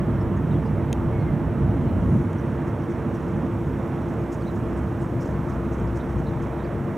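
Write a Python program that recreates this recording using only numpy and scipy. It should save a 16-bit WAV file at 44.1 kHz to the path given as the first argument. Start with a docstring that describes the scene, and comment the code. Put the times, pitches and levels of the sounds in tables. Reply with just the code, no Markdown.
"""Engines hum through the hull over a low churning and a wash of water, heard from a river boat's open deck.
The slowly turning shaft sways the hum and, later on, rubs softly about once a turn. A wave booms under
the bow, droplets fizz beside the hull, a breeze swells and drops on the microphone, and a few birds call
from across the river. There is a sharp ringing click, then a faint tick from the camera as the higher
tone of its thin whine pauses."""
import sys
import numpy as np
from scipy import signal
from scipy.fft import rfft, irfft, next_fast_len
from scipy.io import wavfile
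from scipy.ndimage import uniform_filter1d, map_coordinates

SR = 44100
rng = np.random.default_rng(int(sys.argv[2]) if len(sys.argv) > 2 else 0)


def transcribe(signal):
    """Save signal, clipped to [-1, 1], as a 16-bit WAV file at the path in sys.argv[1]."""
    frames = np.atleast_2d(signal).T
    limited = np.clip(frames, -1, 1)
    pcm = np.round(limited * 32767).astype(np.int16)
    wavfile.write(sys.argv[1], SR, pcm)


N = 307377
FIRING_HZ, SHAFT_HZ, EXHAUST_HZ = 112.48, 4.27, 64.37


# Tones in the hull. Each row: multiple of the firing rate, offset in shaft rates, level in dB.
HULL_TONES = [(1, 0, -41.5), (3, -1, -50.5), (3, 0, -37), (3, 2, -43), (3, 3, -47), (3, 4, -46.5),
              (4, -1, -52.5), (4, 0, -44.5), (4, 2, -50.5), (8, 0, -58)]

def engine(drone_db=-38, breeze_carry=0.63, third_db=-7.5):
    """Firing harmonics in the hull beat with the shaft's side tones; the breeze carries the exhaust."""
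    t = clock() + 0.00012 * wobble(2.11)  # the speed wanders very slightly
    hum = np.zeros(N)
    for multiple, offset, db in HULL_TONES:
        hz = multiple * FIRING_HZ + offset * SHAFT_HZ
        hum += amp(db + 1.14 * wobble(5)) * np.sin(2 * np.pi * (hz * t + rng.random()))
    carried = amp(drone_db + breeze_carry * gust() + 1.9 * wobble(6))
    phase = 2 * np.pi * EXHAUST_HZ * t + 0.6 * wobble(11)
    drone = carried * (np.sin(phase) + amp(third_db) * np.sin(3 * phase))
    return np.sqrt(2) * (hum * sides(np.array([1.0])) + drone)


# The water's surge under the hull. Each row: time in seconds, level in dB.
SURGE = [(0.0, -22), (0.2, -26), (0.5, -21.5), (0.9, -25.5), (1.3, -23.5), (1.55, -25), (1.72, -23),
         (2.15, -22), (2.3, -26), (2.7, -26.5), (2.9, -27.5), (3.45, -25.5), (3.8, -27), (4.45, -27.5),
         (4.7, -27), (5.35, -26.5), (5.7, -27.5), (6.3, -27), (6.55, -30), (6.97, -25.5)]
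# Spectra of churning, hull roar and wash from the deck. Each row: frequency in Hz, relative level in dB.
CHURN_COLOUR = [(30, -43), (50, -15), (70, -1.5), (86, -6.5), (100, 3), (120, -1.5), (140, 3), (156, -1),
                (175, -9.5), (260, -14.5), (600, -71.5)]
ROAR_COLOUR = [(80, -42), (150, -1.5), (190, -0.5), (240, 0), (310, -5.5), (380, -12), (480, -17),
               (650, -18), (850, -36), (2000, -81)]
WASH_COLOUR = [(150, -14.5), (330, 0.5), (450, -1), (600, 0), (740, -4), (900, -3), (1300, -8),
               (2000, -16.5), (2600, -24), (3300, -29.5), (4400, -40.5), (6000, -69)]

def water(calm_db=-27, churn_db=-29, roar_db=-31, wash_db=-36, swing_s=5.09):
    """One surge drives the churning and the hull's roar; a brighter wash flutters with the exhaust."""
    t = clock()
    surge_db = curve(SURGE) - calm_db
    swing = (1 + np.tanh((t - swing_s) / 0.089)) / 2
    lean_db = -3 + 5 * swing + 0.58 * wobble(3.99)  # the churning swings from right to left
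    churn = amp(churn_db + 1.14 * surge_db) * rush(CHURN_COLOUR) * sides(lean_db)
    roar = amp(roar_db + 0.89 * surge_db) * rush(ROAR_COLOUR) * sides(0.31 * lean_db)
    flutter = 1 + 0.052 * np.sin(np.pi * EXHAUST_HZ * t)  # at half the exhaust's rate
    wash = amp(wash_db + 0.4 * wobble(2.734)) * flutter * patchy(rush(WASH_COLOUR), depth_db=0.74)
    return churn + roar + wash


# Spectra of the boom and spray up at the bow. Each row: frequency in Hz, relative level in dB.
BOOM_COLOUR = [(50, -30), (85, 1.5), (112, 2), (150, -4), (200, -1.5), (300, -14), (600, -41), (1200, -80)]
SPRAY_COLOUR = [(3000, -20), (5000, -11), (5900, 2), (9300, -4), (10500, -1), (12000, -14), (16000, -22)]

def bow_wave(boom_s=2.205, build_s=0.41, fall_s=0.013, boom_db=-22.5, spray_s=2.15, spray_db=-67):
    """A wave builds under the bow with a low boom, throws a little spray and stops short."""
    t = clock()
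    boom = np.exp(-np.maximum((boom_s - t) / build_s, (t - boom_s) / fall_s) ** 2) * rush(BOOM_COLOUR)
    spray = np.exp(-((t - spray_s) / 0.11) ** 2 / 2) * rush(SPRAY_COLOUR)
    return amp(boom_db) * boom + amp(spray_db) * spray


# The breeze at the microphone. Each row: time in seconds, level in dB.
BREEZE = [(0.0, -36), (0.35, -46), (1.15, -38), (1.5, -42), (2.08, -37), (2.25, -60), (2.65, -59),
          (2.85, -67), (3.3, -51), (3.7, -51.5), (3.95, -61), (4.55, -49), (4.68, -38), (4.95, -51),
          (5.3, -45), (6.1, -41), (6.5, -45.5), (6.97, -51)]

def gust():
    """How far the breeze is above or below its average, in dB."""
    breeze_db = curve(BREEZE)
    return breeze_db - breeze_db.mean()


# Spectra of buffeting and hiss at the microphone. Each row: frequency in Hz, relative level in dB.
BUFFET_COLOUR = [(8, -60), (25, -18), (36, -3), (50, 3), (70, 7), (100, -1), (150, -22), (500, -70)]
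HISS_COLOUR = [(2000, 4), (4600, -6), (5100, -2.5), (5600, 3), (6600, -1), (7400, -1.5), (10000, -4),
               (15500, -8)]

def air(buffet_db=-44.5, hiss_db=-62.5, rise_db_per_s=0.16):
    """The breeze buffets the microphone in low lumps, and a thin hiss slowly grows."""
    buffet = amp(buffet_db + gust() + wobble(6.6)) * rush(BUFFET_COLOUR)
    hiss = amp(hiss_db + rise_db_per_s * clock() + 0.3 * wobble(4.9)) * rush(HISS_COLOUR)
    return buffet + hiss


# Clicks at the microphone. Each row: start in seconds, level in dB.
CLICKS = [(0.929, -32), (2.331, -52.5)]
# Spectrum of the crack. Each row: frequency in Hz, relative level in dB.
CRACK_COLOUR = [(1000, -6), (3300, 4), (4400, -8), (6500, 1), (7700, -9), (9000, -4), (11500, -6),
                (13000, -18), (14800, -13), (15800, -22)]
# Modes of the ring. Each row: frequency in Hz, relative level in dB, seconds to fade by 60 dB.
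RING_MODES = [(2660, -3, .022), (3170, 2, .017), (3630, 0, 0.012), (4860, -6, 0.0079), (6100, 1.5, 0.0081),
              (6750, 2.5, 0.0083), (8600, -4, .005), (9700, -4, .005), (10800, -7, .005)]

def clicks(crack_db=5, crack_t60=0.004):
    """A sharp ringing click, then a faint tick from the camera: each a crack and a few brief modes."""
    out = np.zeros((2, N))
    for start, db in CLICKS:
        age = np.abs(clock() - start)
        crack = amp(crack_db - 60 * age / crack_t60) * rush(CRACK_COLOUR)
        ring = sum(amp(level - 60 * age / t60) * np.sin(2 * np.pi * (hz * age + rng.random()))
                   for hz, level, t60 in RING_MODES)
        out += (clock() >= start) * amp(db) * (crack + ring)
    return out


# Shaft rubs heard on deck. Each row: peak time in seconds, level in dB, pitch of the ring in Hz.
RUBS = [(2.675, -65, 6300), (2.908, -61, 6100), (3.148, -60, 5800), (4.089, -64, 6200), (4.329, -52, 6450),
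        (4.557, -63, 6800), (4.777, -60.5, 8400), (5.018, -60, 8400), (5.215, -54, 5500),
        (5.26, -61.5, 6000), (5.494, -60, 6000), (5.731, -59, 6200), (5.966, -57, 6000), (6.192, -65, 6500),
        (6.428, -61, 6200)]
# Spectrum of the swish. Each row: frequency in Hz, relative level in dB.
RUB_COLOUR = [(2000, -24), (4700, -9), (5300, -2.5), (5900, -3), (7200, -4), (9000, -7.5), (13000, -17),
              (16000, -24)]

def shaft(rise_s=0.0071, fall_s=0.017, ring_width=0.095, ring_db=3):
    """About once a turn the shaft rubs with a short, gritty swish that swells, rings and fades."""
    t = clock()
    swish = rush(RUB_COLOUR)
    out = np.zeros((2, N))
    for peak, db, hz in RUBS:
        near = np.abs(t - peak) < 0.1
        age = t[near] - peak
        ring = signal.lfilter(*signal.iirpeak(hz, 1 / ring_width, SR), swish[:, near])
        swell = np.exp(-np.maximum(-age / rise_s, age / fall_s) ** 2 / 2)
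        out[:, near] += amp(db) * swell * unit(swish[:, near] + amp(ring_db) * ring)
    grit = unit(amp(wobble(280)))
    return out * grit


# Birds across the river. Each row: start in seconds, length in seconds, mid-call pitch in Hz,
# arch as a share of that pitch, relative level in dB.
BIRD_CALLS = [(0.2, .03, 5430, .1, -60), (0.36, .025, 6600, 0.046, -61), (0.505, 0.03, 3830, 0.09, -56),
              (0.54, 0.027, 3350, 0.12, -55), (0.645, .04, 5100, .15, -61),
              (1.115, 0.106, 2200, 0.025, -46), (1.19, .05, 4300, .06, -64),
              (1.197, 0.12, 2110, 0.023, -47), (1.872, .04, 4150, .1, -64), (1.92, .03, 3060, .06, -55),
              (2.381, 0.018, 6170, .12, -53), (4.397, .037, 5000, 0.237, -61),
              (4.452, .055, 3980, 0.17, -54), (5.99, 0.042, 3650, 0.16, -56), (6.258, .04, 3900, .15, -55),
              (6.578, 0.044, 3880, .15, -59), (6.635, 0.032, 4900, .2, -59)]

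def birds(scratch=20, sag=0.022):
    """Thin chirps, each rising and falling in an arch; the steeper the arch, the scratchier the call."""
    out = np.zeros(N + SR)
    for start, length, hz, arch, db in BIRD_CALLS:
        n = int(length * SR)
        u = np.linspace(-1, 1, n)  # position within the call
        ragged = 0.3 * arch * wobble(500)[:n]
        pitch = hz * (1 - sag * u - arch * u ** 2 + ragged)
        swell = np.sqrt(1 - u ** 2) * unit(amp(scratch * arch * wobble(250)[:n]))
        out[int(start * SR):][:n] += amp(db) * swell * np.sin(2 * np.pi * np.cumsum(pitch) / SR)
    return out[:N]


def distant(x, t60=0.089):
    """Sound from across the river reaches the microphone weakly, smeared by scattered copies."""
    t = np.arange(SR // 3) / SR
    tail = rng.standard_normal(len(t)) * amp(-60 * t / t60)
    return 0.65 * x + 0.55 * signal.fftconvolve(x, tail / np.linalg.norm(tail))[:N]


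def droplets(from_s=2.8, until_s=6.5, per_s=260, centre_hz=6300, t60=0.013, level_db=-74.5):
    """Tiny drops ping beside the hull and blend into a fine fizz that comes in clumps."""
    age = np.arange(SR // 50) / SR
    drops = np.zeros(N + SR)
    for _ in range(int(per_s * (until_s - from_s))):
        start = rng.uniform(from_s, until_s)
        size, pitch = rng.standard_normal(2)
        ping = np.sin(2 * np.pi * centre_hz * np.exp(0.14 * pitch) * age)
        drops[int(start * SR):][:len(age)] += amp(3 * size - 60 * age / t60) * ping
    clumps = amp(3 * wobble(25))
    return amp(level_db) * unit(drops[:N] * clumps)


# Tones inside the camera. Each row: frequency in Hz, level in dB, start and end of a pause in seconds.
WHINE_TONES = [(7812, -83, 0, 0), (13248, -80, 2.33, 3.45)]

def camera_whine():
    """The camera's electronics sing very faintly and unevenly; the higher tone pauses once."""
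    t = clock()
    tones = sum(amp(db) * ((t < off) | (t >= on)) * np.sin(2 * np.pi * hz * t)
                for hz, db, off, on in WHINE_TONES)
    return np.sqrt(2) * amp(wobble(6)) * tones


# Likeness of the microphone's two sides. Each row: frequency in Hz, left-right correlation.
LIKENESS = [(60, 1), (160, 1), (420, 0.97), (1120, 0.98), (2980, 1)]

def rush(colour):
    """Coloured stereo noise of rms 1, nearly alike left and right."""
    def shape(hz):
        turn = np.arccos(np.clip(along(LIKENESS, hz), -1, 1)) / 2
        return amp(along(colour, hz)) * [np.cos(turn), np.sin(turn)]
    mid, side = filtered(rng.standard_normal((2, N)), shape)
    return unit(np.array([mid + side, mid - side]))


def patchy(x, depth_db):
    """Let neighbouring bands swell and sink on their own, as small waves do."""
    bands = signal.stft(x, nperseg=512)[2]
    patches = uniform_filter1d(rng.standard_normal(bands.shape[1:]), size=5, axis=0)
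    patches = uniform_filter1d(patches, size=16, axis=1)
    return unit(signal.istft(bands * amp(depth_db * unit(patches)), nperseg=512)[1][:, :N])


def amp(db):
    """Decibels to gain."""
    return 10 ** (np.asarray(db) / 20)


def unit(x):
    """Scale to rms 1."""
    return x / np.sqrt(np.mean(x ** 2) + 1e-20)


def clock():
    """The time of every sample, in seconds."""
    return np.arange(N) / SR


def along(points, hz):
    """Read (Hz, value) points on a log axis."""
    freqs, values = np.transpose(points)
    return np.interp(np.log(hz + 1), np.log(freqs + 1), values)


def curve(points):
    """Read (seconds, value) points at every sample."""
    return np.interp(clock(), *np.transpose(points))


def wobble(rate):
    """A smooth random curve, rate knots a second."""
    return map_coordinates(rng.standard_normal(int(N * rate / SR) + 4), [clock() * rate])


def filtered(x, response):
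    """Filter x by a gain that is a function of frequency."""
    size = next_fast_len(N + 8192)
    return irfft(rfft(x, size) * response(np.fft.rfftfreq(size, 1 / SR)), size)[..., :N]


def sides(lean_db):
    """Left and right gains for a level difference; positive leans left."""
    return amp(np.array([lean_db, -lean_db]) / 2)


# Balance at the microphone. Each row: frequency in Hz, left minus right in dB.
BALANCE = [(40, 16), (65, -1), (93, 2), (140, 1), (220, -3.5), (340, 2), (530, -5), (810, -3.5), (1250, -4),
           (2000, -4.5), (3000, -3), (5000, 1.5)]

def scene():
    """Everything heard from the open deck, the middle range leaning to the right."""
    deck = engine() + water() + bow_wave() + droplets() + air() + shaft() + clicks()
    far_off = distant(birds())
    return filtered(deck + far_off, lambda hz: sides(along(BALANCE, hz))) + camera_whine()


def record(dry):
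    """The camera keeps nothing above its band limit."""
    return filtered(dry, lambda hz: hz < 15760)


dry = scene()
out = record(dry)
transcribe(out)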